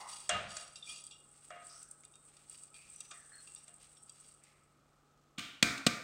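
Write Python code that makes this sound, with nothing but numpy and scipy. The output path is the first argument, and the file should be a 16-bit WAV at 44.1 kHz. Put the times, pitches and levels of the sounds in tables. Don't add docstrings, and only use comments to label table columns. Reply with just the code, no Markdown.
import sys
import numpy as np
from scipy import signal
from scipy.io import wavfile

SR = 44100
rng = np.random.default_rng(int(sys.argv[2]) if len(sys.argv) > 2 else 0)


def wav_record(signal):
    frames = np.transpose(np.atleast_2d(signal))
    bounded = np.clip(frames, -1, 1)
    quanta = np.round(bounded * 32767).astype(np.int16)
    wavfile.write(sys.argv[1], SR, quanta)


N = 265923
T = np.arange(N) / SR

# centre_hz, width_hz, relative level_db
PRESSED_SHEET = [(1251, 98, -3), (1950, 70, -29), (2432, 48, 2.5), (2756, 143, 2.5), (3255, 37, 6),
                 (3607, 163, 3.5), (3950, 170, -5.5), (4370, 81, -3.5), (4700, 125, 4.5), (5200, 180, -7),
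                 (5640, 210, 2), (6170, 102, -16.5), (6420, 340, -6), (6710, 130, -1.5), (7000, 160, -4.5),
                 (7740, 203.5, 3), (7700, 180, 2), (9060, 175, 3), (9860, 770, -15.5)]


def amp(db):
    return 10 ** (np.asarray(db) / 20)


def evened(x):
    return x / np.sqrt(np.mean(x ** 2) + 1e-20)


def unit(x):
    return x / np.sqrt(np.sum(x ** 2) + 1e-20)


def read(points, hz):
    point_hz, value = np.transpose(points)
    return np.interp(np.log(hz + 1), np.log(point_hz + 1), value)


def add(mix, start_s, sound):
    part = mix[max(round(start_s * SR), 0):][:len(sound)]
    part += sound[:len(part)]


def colour(x, points, size=4096):
    hz = abs(np.fft.fftfreq(size, 1 / SR))
    log_gain = np.log(amp(read(points, hz)))
    taps = np.fft.ifft(np.exp(np.conj(signal.hilbert(log_gain)))).real
    return signal.oaconvolve(x, unit(taps[:size // 2]))[:len(x)]


def soften(x, cutoff_hz):
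    pole = np.exp(-2 * np.pi * cutoff_hz / SR)
    return signal.lfilter([(1 - pole) ** 2], [1, -2 * pole, pole * pole], x)


def tail():
    # pitch_hz, t60_s
    room_decay = [(100, 0.4), (400, 0.78), (1200, 0.79), (2800, 0.63), (7300, 0.57), (15000, 0.51)]
    hz, t, bands = signal.stft(rng.standard_normal(SR), SR, nperseg=256)
    fade = amp(-60 * t / read(room_decay, hz)[:, None])
    echoes = signal.istft(bands * fade, SR, nperseg=256)[1][:SR]
    return unit(echoes * (1 - np.exp(-T[:SR] / 0.00067)))


def ring(modes, wash, wash_db, split=0.0044):
    t = T[:SR]
    clear = np.zeros(SR)
    for hz, level_db, t60 in modes:
        for side in (-1, 1):
            split_hz = hz * (1 + split * side * rng.random())
            clear += amp(level_db - 60 * t / t60) * np.sin(2 * np.pi * (split_hz * t + rng.random()))
    return unit(unit(clear) + amp(wash_db) * unit(colour(tail(), wash)))


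def chatter(decay, rise=0.25):
    t = T[:SR // 8]
    contacts = rng.choice([-1., 1.], len(t))
    swell = 1 - np.exp(-t / (rise * decay))
    return unit(contacts * swell * np.exp(-t / decay))


def grains(per_s, spread_db):
    size = amp(spread_db * np.minimum(rng.exponential(1, N), 4)) * rng.choice([-1., 1.], N)
    return evened(size * (rng.random(N) < per_s / SR))


def clumping(rate_hz, depth_db):
    drift = evened(soften(rng.standard_normal(N), rate_hz))
    return evened(amp(depth_db * drift))


def effort(start, rise, hold, fade_db_per_s):
    fading_s = np.maximum(T - start - rise - hold, 0)
    return np.clip((T - start) / rise, 0, 1) * amp(-fade_db_per_s * fading_s)


def resonances(peaks):
    hz = np.fft.rfftfreq(4096, 1 / SR)
    gain = sum(amp(db) / (1 + ((hz - centre) / width) ** 2) ** 2 for centre, width, db in peaks)
    return np.column_stack([hz, 20 * np.log10(gain + amp(-43.5))])


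def sheet_ring(t60, count=240):
    t = T[:SR // 3]
    hz = np.linspace(1000, 11000, count) + rng.uniform(-20, 20, count)
    waves = np.sin(2 * np.pi * (hz[:, None] * t + rng.random((count, 1))))
    scatter_db = 9.9 * rng.standard_normal(count)
    level = amp(read(resonances(PRESSED_SHEET), hz) + scatter_db)
    return unit(level @ waves * amp(-60 * t / t60))


def hand():
    # start_s, rise_s, hold_s, grain rasp_db, sheet singing_db, wet crackle_db
    strokes = [(0, 0.0017, 0.021, -60, -59.5, -62), (0.069, 0.019, 0.13, -64.5, -56.5, -58),
               (0.464, 0.072, 0.024, -77, -47.5, -72), (0.84, 0.053, 0.013, -70, -49.5, -56),
               (1.29, 0.085, 0.14, -72, -82, -67), (1.596, 0.1, .1, -70, -77, -56.5),
               (2.2, 0.12, 0.077, -72, -101, -90), (2.472, 0.038, 0.074, -71.5, -71.5, -56.5),
               (2.733, 0.028, .09, -68.5, -79, -63), (2.87, 0.046, 0.38, -74, -84, -61.5),
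               (3.27, .14, 0.22, -72, -82, -63.5), (3.78, 0.047, 0.015, -63.5, -74, -63.5),
               (4.038, 0.16, 0.1, -73.5, -74.5, -63), (4.425, 0.023, 0.045, -74, -87, -79)]
    ease_db_per_s = 113.5
    gains = np.zeros((3, N))
    for start, rise, hold, *levels_db in strokes:
        gains += amp(levels_db)[:, None] * effort(start, rise, hold, ease_db_per_s)
    return gains


def wet_rice(squeeze):
    # pitch_hz, relative density_db (per Hz)
    squeeze_tone = [(1500, -88), (4000, -25), (7100, -11), (7750, 3.5), (8400, 7.5), (9050, 3), (9700, -13),
                    (10800, -31), (16000, -23.5)]
    # start_s, level_db, sheet's answer against the wet burst body_db
    snaps = [(1.0395, -40, -9), (1.066, -37.5, -18), (1.6681, -44, -7), (1.829, -39.5, -24),
             (1.9117, -38, -37), (2.05, -44.5, -4), (2.155, -46, -7), (2.367, -50.5, 0), (2.4968, -38, -25),
             (2.635, -42.5, -12), (2.961, -42.5, -19), (3.005, -34.5, -5.5), (3.5194, -46, -21),
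             (3.5483, -37.5, -24), (3.6808, -45, -6), (3.7404, -46, -29), (4.035, -46.5, -23),
             (4.0948, -43.5, -3.5), (4.4365, -49, -10)]
    snap_decay_s, burst_db, answer_db = 0.002, 1.5, 0.5
    crackle_db, empty_s, drain_db_per_s = -66, 4.15, 31

    resting = amp(crackle_db - drain_db_per_s * np.maximum(T - empty_s, 0))
    pops = clumping(rate_hz=38, depth_db=3.5) * grains(per_s=1400, spread_db=2.0)
    out = colour(np.hypot(resting, squeeze) * pops, squeeze_tone)
    sheet = resonances(PRESSED_SHEET)
    for start, level_db, body_db in snaps:
        burst = colour(chatter(snap_decay_s, rise=0.2), squeeze_tone)
        body = colour(chatter(2 * snap_decay_s, rise=0.087), sheet)
        snap = amp(burst_db) * burst + amp(answer_db + body_db) * body
        add(out, start, amp(level_db) * snap / abs(burst).max())
    return out


def dragging(rasp_gain, singing_gain):
    # pitch_hz, relative density_db (per Hz)
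    drag_tone = [(100, -35), (700, -23), (1700, -5.5), (2700, -2), (4200, -5), (6000, -6), (9000, -5.5),
                 (10500, -19.5), (16000, -23)]
    fizz_db = -18
    catches = grains(per_s=2000, spread_db=1.5) * clumping(rate_hz=32, depth_db=3.0)
    singing = signal.oaconvolve(catches, sheet_ring(t60=0.038))[:N]
    singing += colour(catches, resonances(PRESSED_SHEET))
    return singing_gain * (singing + amp(fizz_db) * catches) + rasp_gain * colour(catches, drag_tone)


def rubs():
    # start_s, length_s, start_hz, end_hz, fuzz cut-off width_hz, relative level_db
    rub_table = [(0, 0.14, 913, 1113, 383, -53), (0, .13, 2070, 1970, 200, -63),
                 (0.824, 0.032, 3600, 3470, 198.6, -52.5), (0.869, 0.091, 2407, 2507, 81.7, -59.5),
                 (0.893, 0.028, 3200, 3480, 70, -51.5), (1.109, 0.039, 3530, 3470, 400, -61.5),
                 (1.113, 0.074, 2815, 2840, 39.6, -68), (1.502, 0.131, 1960, 1872, 647, -62),
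                 (1.694, 0.13, 5220, 5870, 1180, -61), (1.703, 0.2, 1250, 1518, 185, -69),
                 (2.735, 0.2, 2480, 2450, 260, -68), (2.938, 0.246, 5950, 6020, 160, -68.5),
                 (3.104, 0.063, 1240, 1273, 189, -62), (3.127, .2, 1950, 1575, 340, -68),
                 (3.319, 0.073, 1750, 1647, 295, -62.5), (3.322, 0.082, 4290, 4290, 40, -65),
                 (4.412, 0.23, 2200, 2190, 760, -76.5), (5.377, 0.16, 3200, 3110, 1120, -52)]
    grip_share = 0.011
    out, t = np.zeros(N), T[:SR // 2]
    for start, length, start_hz, end_hz, width_hz, level_db in rub_table:
        glide_hz = start_hz + (end_hz - start_hz) * np.minimum(t / length, 1)
        turn = np.exp(2j * np.pi * np.cumsum(glide_hz) / SR)
        jitter = rng.standard_normal(SR) + 1j * rng.standard_normal(SR)
        slips = soften(soften(jitter, width_hz), width_hz)[-len(t):]
        pressure = (1 - np.exp(-t / (grip_share * length))) * np.exp(-(t / length) ** 2)
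        add(out, start, amp(level_db) * pressure * evened((slips * turn).real))
    return out


def stove():
    # pitch_hz, relative density_db (per Hz)
    burner_tone = [(15, -48), (25, -3), (53, -7.5), (117, -7), (149, -22), (170, -6.5), (354, -9),
                   (394, -10), (476, -9.5), (734, -12), (796, -19.5), (1040, -14), (1260, -7), (1650, -20),
                   (16000, -39)]
    # pitch_hz, rms level_db
    steady_tones = [(48.4, -87), (145.3, -77), (823.6, -84), (1292, -82.5)]
    # pitch_hz, relative density_db (per Hz)
    simmer_tone = [(500, -21), (2000, -15), (3200, -7), (8500, -4.5), (10500, -23), (16000, -20)]
    out = amp(-72) * evened(colour(rng.standard_normal(N), burner_tone))
    for hz, level_db in steady_tones[:2]:
        out += amp(level_db) * np.sqrt(2) * np.sin(2 * np.pi * (hz * T + rng.random()))
    for hz, level_db in steady_tones[2:]:
        waver = soften(rng.standard_normal(N), 29)
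        out += amp(level_db) * evened(waver * np.cos(2 * np.pi * hz * T))
    simmer = amp(-83.0) * colour(grains(per_s=940, spread_db=-4), simmer_tone)
    return out + simmer


def bumps():
    # pitch_hz, relative level_db, t60_s
    bowl_modes = [(584, -18.5, 0.34), (623, -4, 0.22), (717, -22.5, 0.076), (703, -3, 0.5),
                  (1118, -12, 0.34), (1155, -5, 0.22), (1253, 1.5, 0.58), (1520, -12, 0.2),
                  (1603, -24, 0.36), (1707, -27, 0.43), (1950, -2, 0.14), (2202, -18, .5), (2803, 5, 0.27),
                  (3313, 3, 0.11)]
    # pitch_hz, relative density_db (per Hz)
    bowl_wash = [(40, -40), (200, -6.5), (350, -15.5), (520, -2), (680, 3), (950, -12.5), (1250, 3),
                 (1750, -0.5), (2700, -2), (3500, -3), (4500, -12), (8500, -16.5), (10500, -32),
                 (16000, -50.5)]
    # pitch_hz, relative density_db (per Hz)
    bowl_crack = [(60, -31.5), (330, -12.5), (680, -16), (950, -21), (1300, 3.5), (3300, -7), (4300, -3),
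                  (8600, 9.5), (10500, -16.5), (16000, -47)]
    # start_s, ring_db, crack_db, softness as cutoff_hz, contact_s
    bump_table = [(0.2919, 1, -4.5, 13900, 0.0045), (0.306, -20.5, -19, 7900, 0.0085),
                  (.342, -7.5, -31, 6000, 0.0056), (0.567, -19.5, -15.5, 12300, 0.0039),
                  (1.504, -17, -25, 1900, 0.0034), (1.559, -24.5, -40, 2380, .01),
                  (2.035, -45, -36, 6100, 0.0025), (3.112, -33, -25.5, 3200, 0.0071),
                  (3.68, -33.5, -35.5, 4850, 0.0018)]
    out, bowl = np.zeros(N), ring(bowl_modes, bowl_wash, wash_db=-0.5)
    for start, ring_db, crack_db, cutoff_hz, contact in bump_table:
        crack = colour(chatter(contact), bowl_crack)
        add(out, start, amp(crack_db) * unit(soften(crack, cutoff_hz)))
        add(out, start + contact / 2, amp(ring_db) * unit(soften(bowl, cutoff_hz)))
    return out


def clump():
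    # pitch_hz, relative density_db (per Hz)
    clump_tone = [(25, -27), (55, -9.5), (85, -8.5), (130, -11), (200, -6), (300, -29.5), (800, -13),
                  (3000, -35), (16000, -67.5)]
    slump = effort(start=0.3, rise=0.044, hold=0.035, fade_db_per_s=84)
    return amp(-50) * slump * evened(colour(rng.standard_normal(N), clump_tone))


def ticks():
    # start_s, ring_db, softness as cutoff_hz
    tick_table = [(0.757, -23, 8550), (.828, -34, 3130), (.96, -26, 8980), (1.111, -27.5, 5000),
                  (2.039, -42.5, 8050), (2.138, -38.5, 9150), (2.743, -32, 4000), (3.111, -26, 7000),
                  (3.473, -31.5, 7000), (3.56, -29.5, 7000), (3.97, -38.5, 6000)]
    click_db = -2.5
    out = np.zeros(N)
    for start, ring_db, cutoff_hz in tick_table:
        click = colour(chatter(decay=0.0017, rise=0.12), resonances(PRESSED_SHEET))
        add(out, start, amp(ring_db + click_db) * unit(soften(click, cutoff_hz)))
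        add(out, start, amp(ring_db) * unit(soften(sheet_ring(t60=0.21), cutoff_hz)))
    return out


def knocks():
    # pitch_hz, relative level_db, t60_s
    pot_modes = [(227.4, 13, 0.38), (285, -18, 0.47), (345, -26, 0.28), (518, -19, .4), (700, 2.5, 0.53),
                 (1195, 10, 0.62), (1410, -14, .3), (1550, 9, 0.67), (1460, -22, 0.38), (1740, -5, 0.57),
                 (2020, -22.5, .4), (1920, -22.5, .5), (2070, -10, 0.44), (2320, -12, 0.47),
                 (2398, 23, 0.2), (2520, -14, 0.4), (3250, -11, 0.36), (3160, -24, 0.32), (3800, -21, .42),
                 (4770, -9, 0.49), (4700, -9, .35), (6140, -10, .4), (6950, -21, .4)]
    # pitch_hz, relative density_db (per Hz)
    pot_wash = [(40, -16), (75, 0.5), (110, 0.5), (190, -2.5), (280, 5.5), (380, -8.5), (700, -10.5),
                (960, -11.5), (1430, 4.5), (1590, -9.5), (1720, -0.5), (1950, -0.5), (2400, 5),
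                (2850, -9.5), (3700, -2), (5500, -5), (8700, -6.5), (10200, -19), (16000, -17.5)]
    # pitch_hz, relative density_db (per Hz)
    pot_crack = [(60, -17), (330, -22), (520, -1), (720, -12.5), (920, -13.5), (1160, 5), (1650, -3),
                 (2500, 7.5), (3700, 6.5), (5200, 0), (8600, 1.5), (10200, -15), (16000, -16)]
    # pitch_hz, relative density_db (per Hz)
    thump_tone = [(30, -39), (80, -13), (140, 1.5), (220, 8), (290, 2), (400, -11.5), (900, -41)]
    # pitch_hz, relative density_db (per Hz)
    clonk_tone = [(150, -20.5), (380, 7), (490, 11.5), (720, 7), (900, -20), (2000, -30)]
    # start_s, ring_db, crack_db, thump_db, wall clonk_db, softness as cutoff_hz, contact_s
    knock_table = [(5.381, -11, -18, -20.5, -34, 14200, 0.0034),
                   (5.392, -25.5, -16, -32, -40, 7600, 0.0024), (5.626, 0.5, 6.5, -4.5, -18, 11700, 0.0026),
                   (5.641, -1.5, -22, -35, -40, 3800, 0.00187),
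                   (5.777, -44, -19.5, -48, -46, 18000, 0.0036), (5.8647, -2, 4, 1, -2.5, 8650, 0.0038)]
    out, low, pot = np.zeros(N), np.zeros(N), ring(pot_modes, pot_wash, wash_db=4.0)
    push = signal.unit_impulse(SR // 8)
    thump, clonk = colour(push, thump_tone), colour(push, clonk_tone)
    for start, ring_db, crack_db, thump_db, clonk_db, cutoff_hz, contact in knock_table:
        crack = colour(chatter(contact, rise=1.0), pot_crack)
        add(out, start, amp(crack_db) * unit(soften(crack, cutoff_hz)))
        add(out, start + contact / 2, amp(ring_db) * unit(soften(pot, cutoff_hz)))
        add(low, start + contact / 2, amp(thump_db) * thump + amp(clonk_db) * clonk)
    return out + low + amp(-15) * signal.oaconvolve(low, tail())[:N]


def scene():
    rasp, singing, squeeze = hand()
    rice = wet_rice(squeeze) + dragging(rasp, singing) + ticks()
    slips = rubs()
    blows = bumps() + knocks()
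    to_room = amp(-20.5) * blows + amp(-11) * rice + amp(-6.5) * slips
    room = signal.oaconvolve(to_room, tail())[:N]
    return (blows + rice + amp(1.5) * slips + clump() + room + stove())[None]


def record(dry):
    edge_hz = 15900
    taps = signal.firwin(511, edge_hz, window=("kaiser", 9), fs=SR)
    return signal.oaconvolve(dry, taps[None], "same")


dry = scene()
out = record(dry)
wav_record(out)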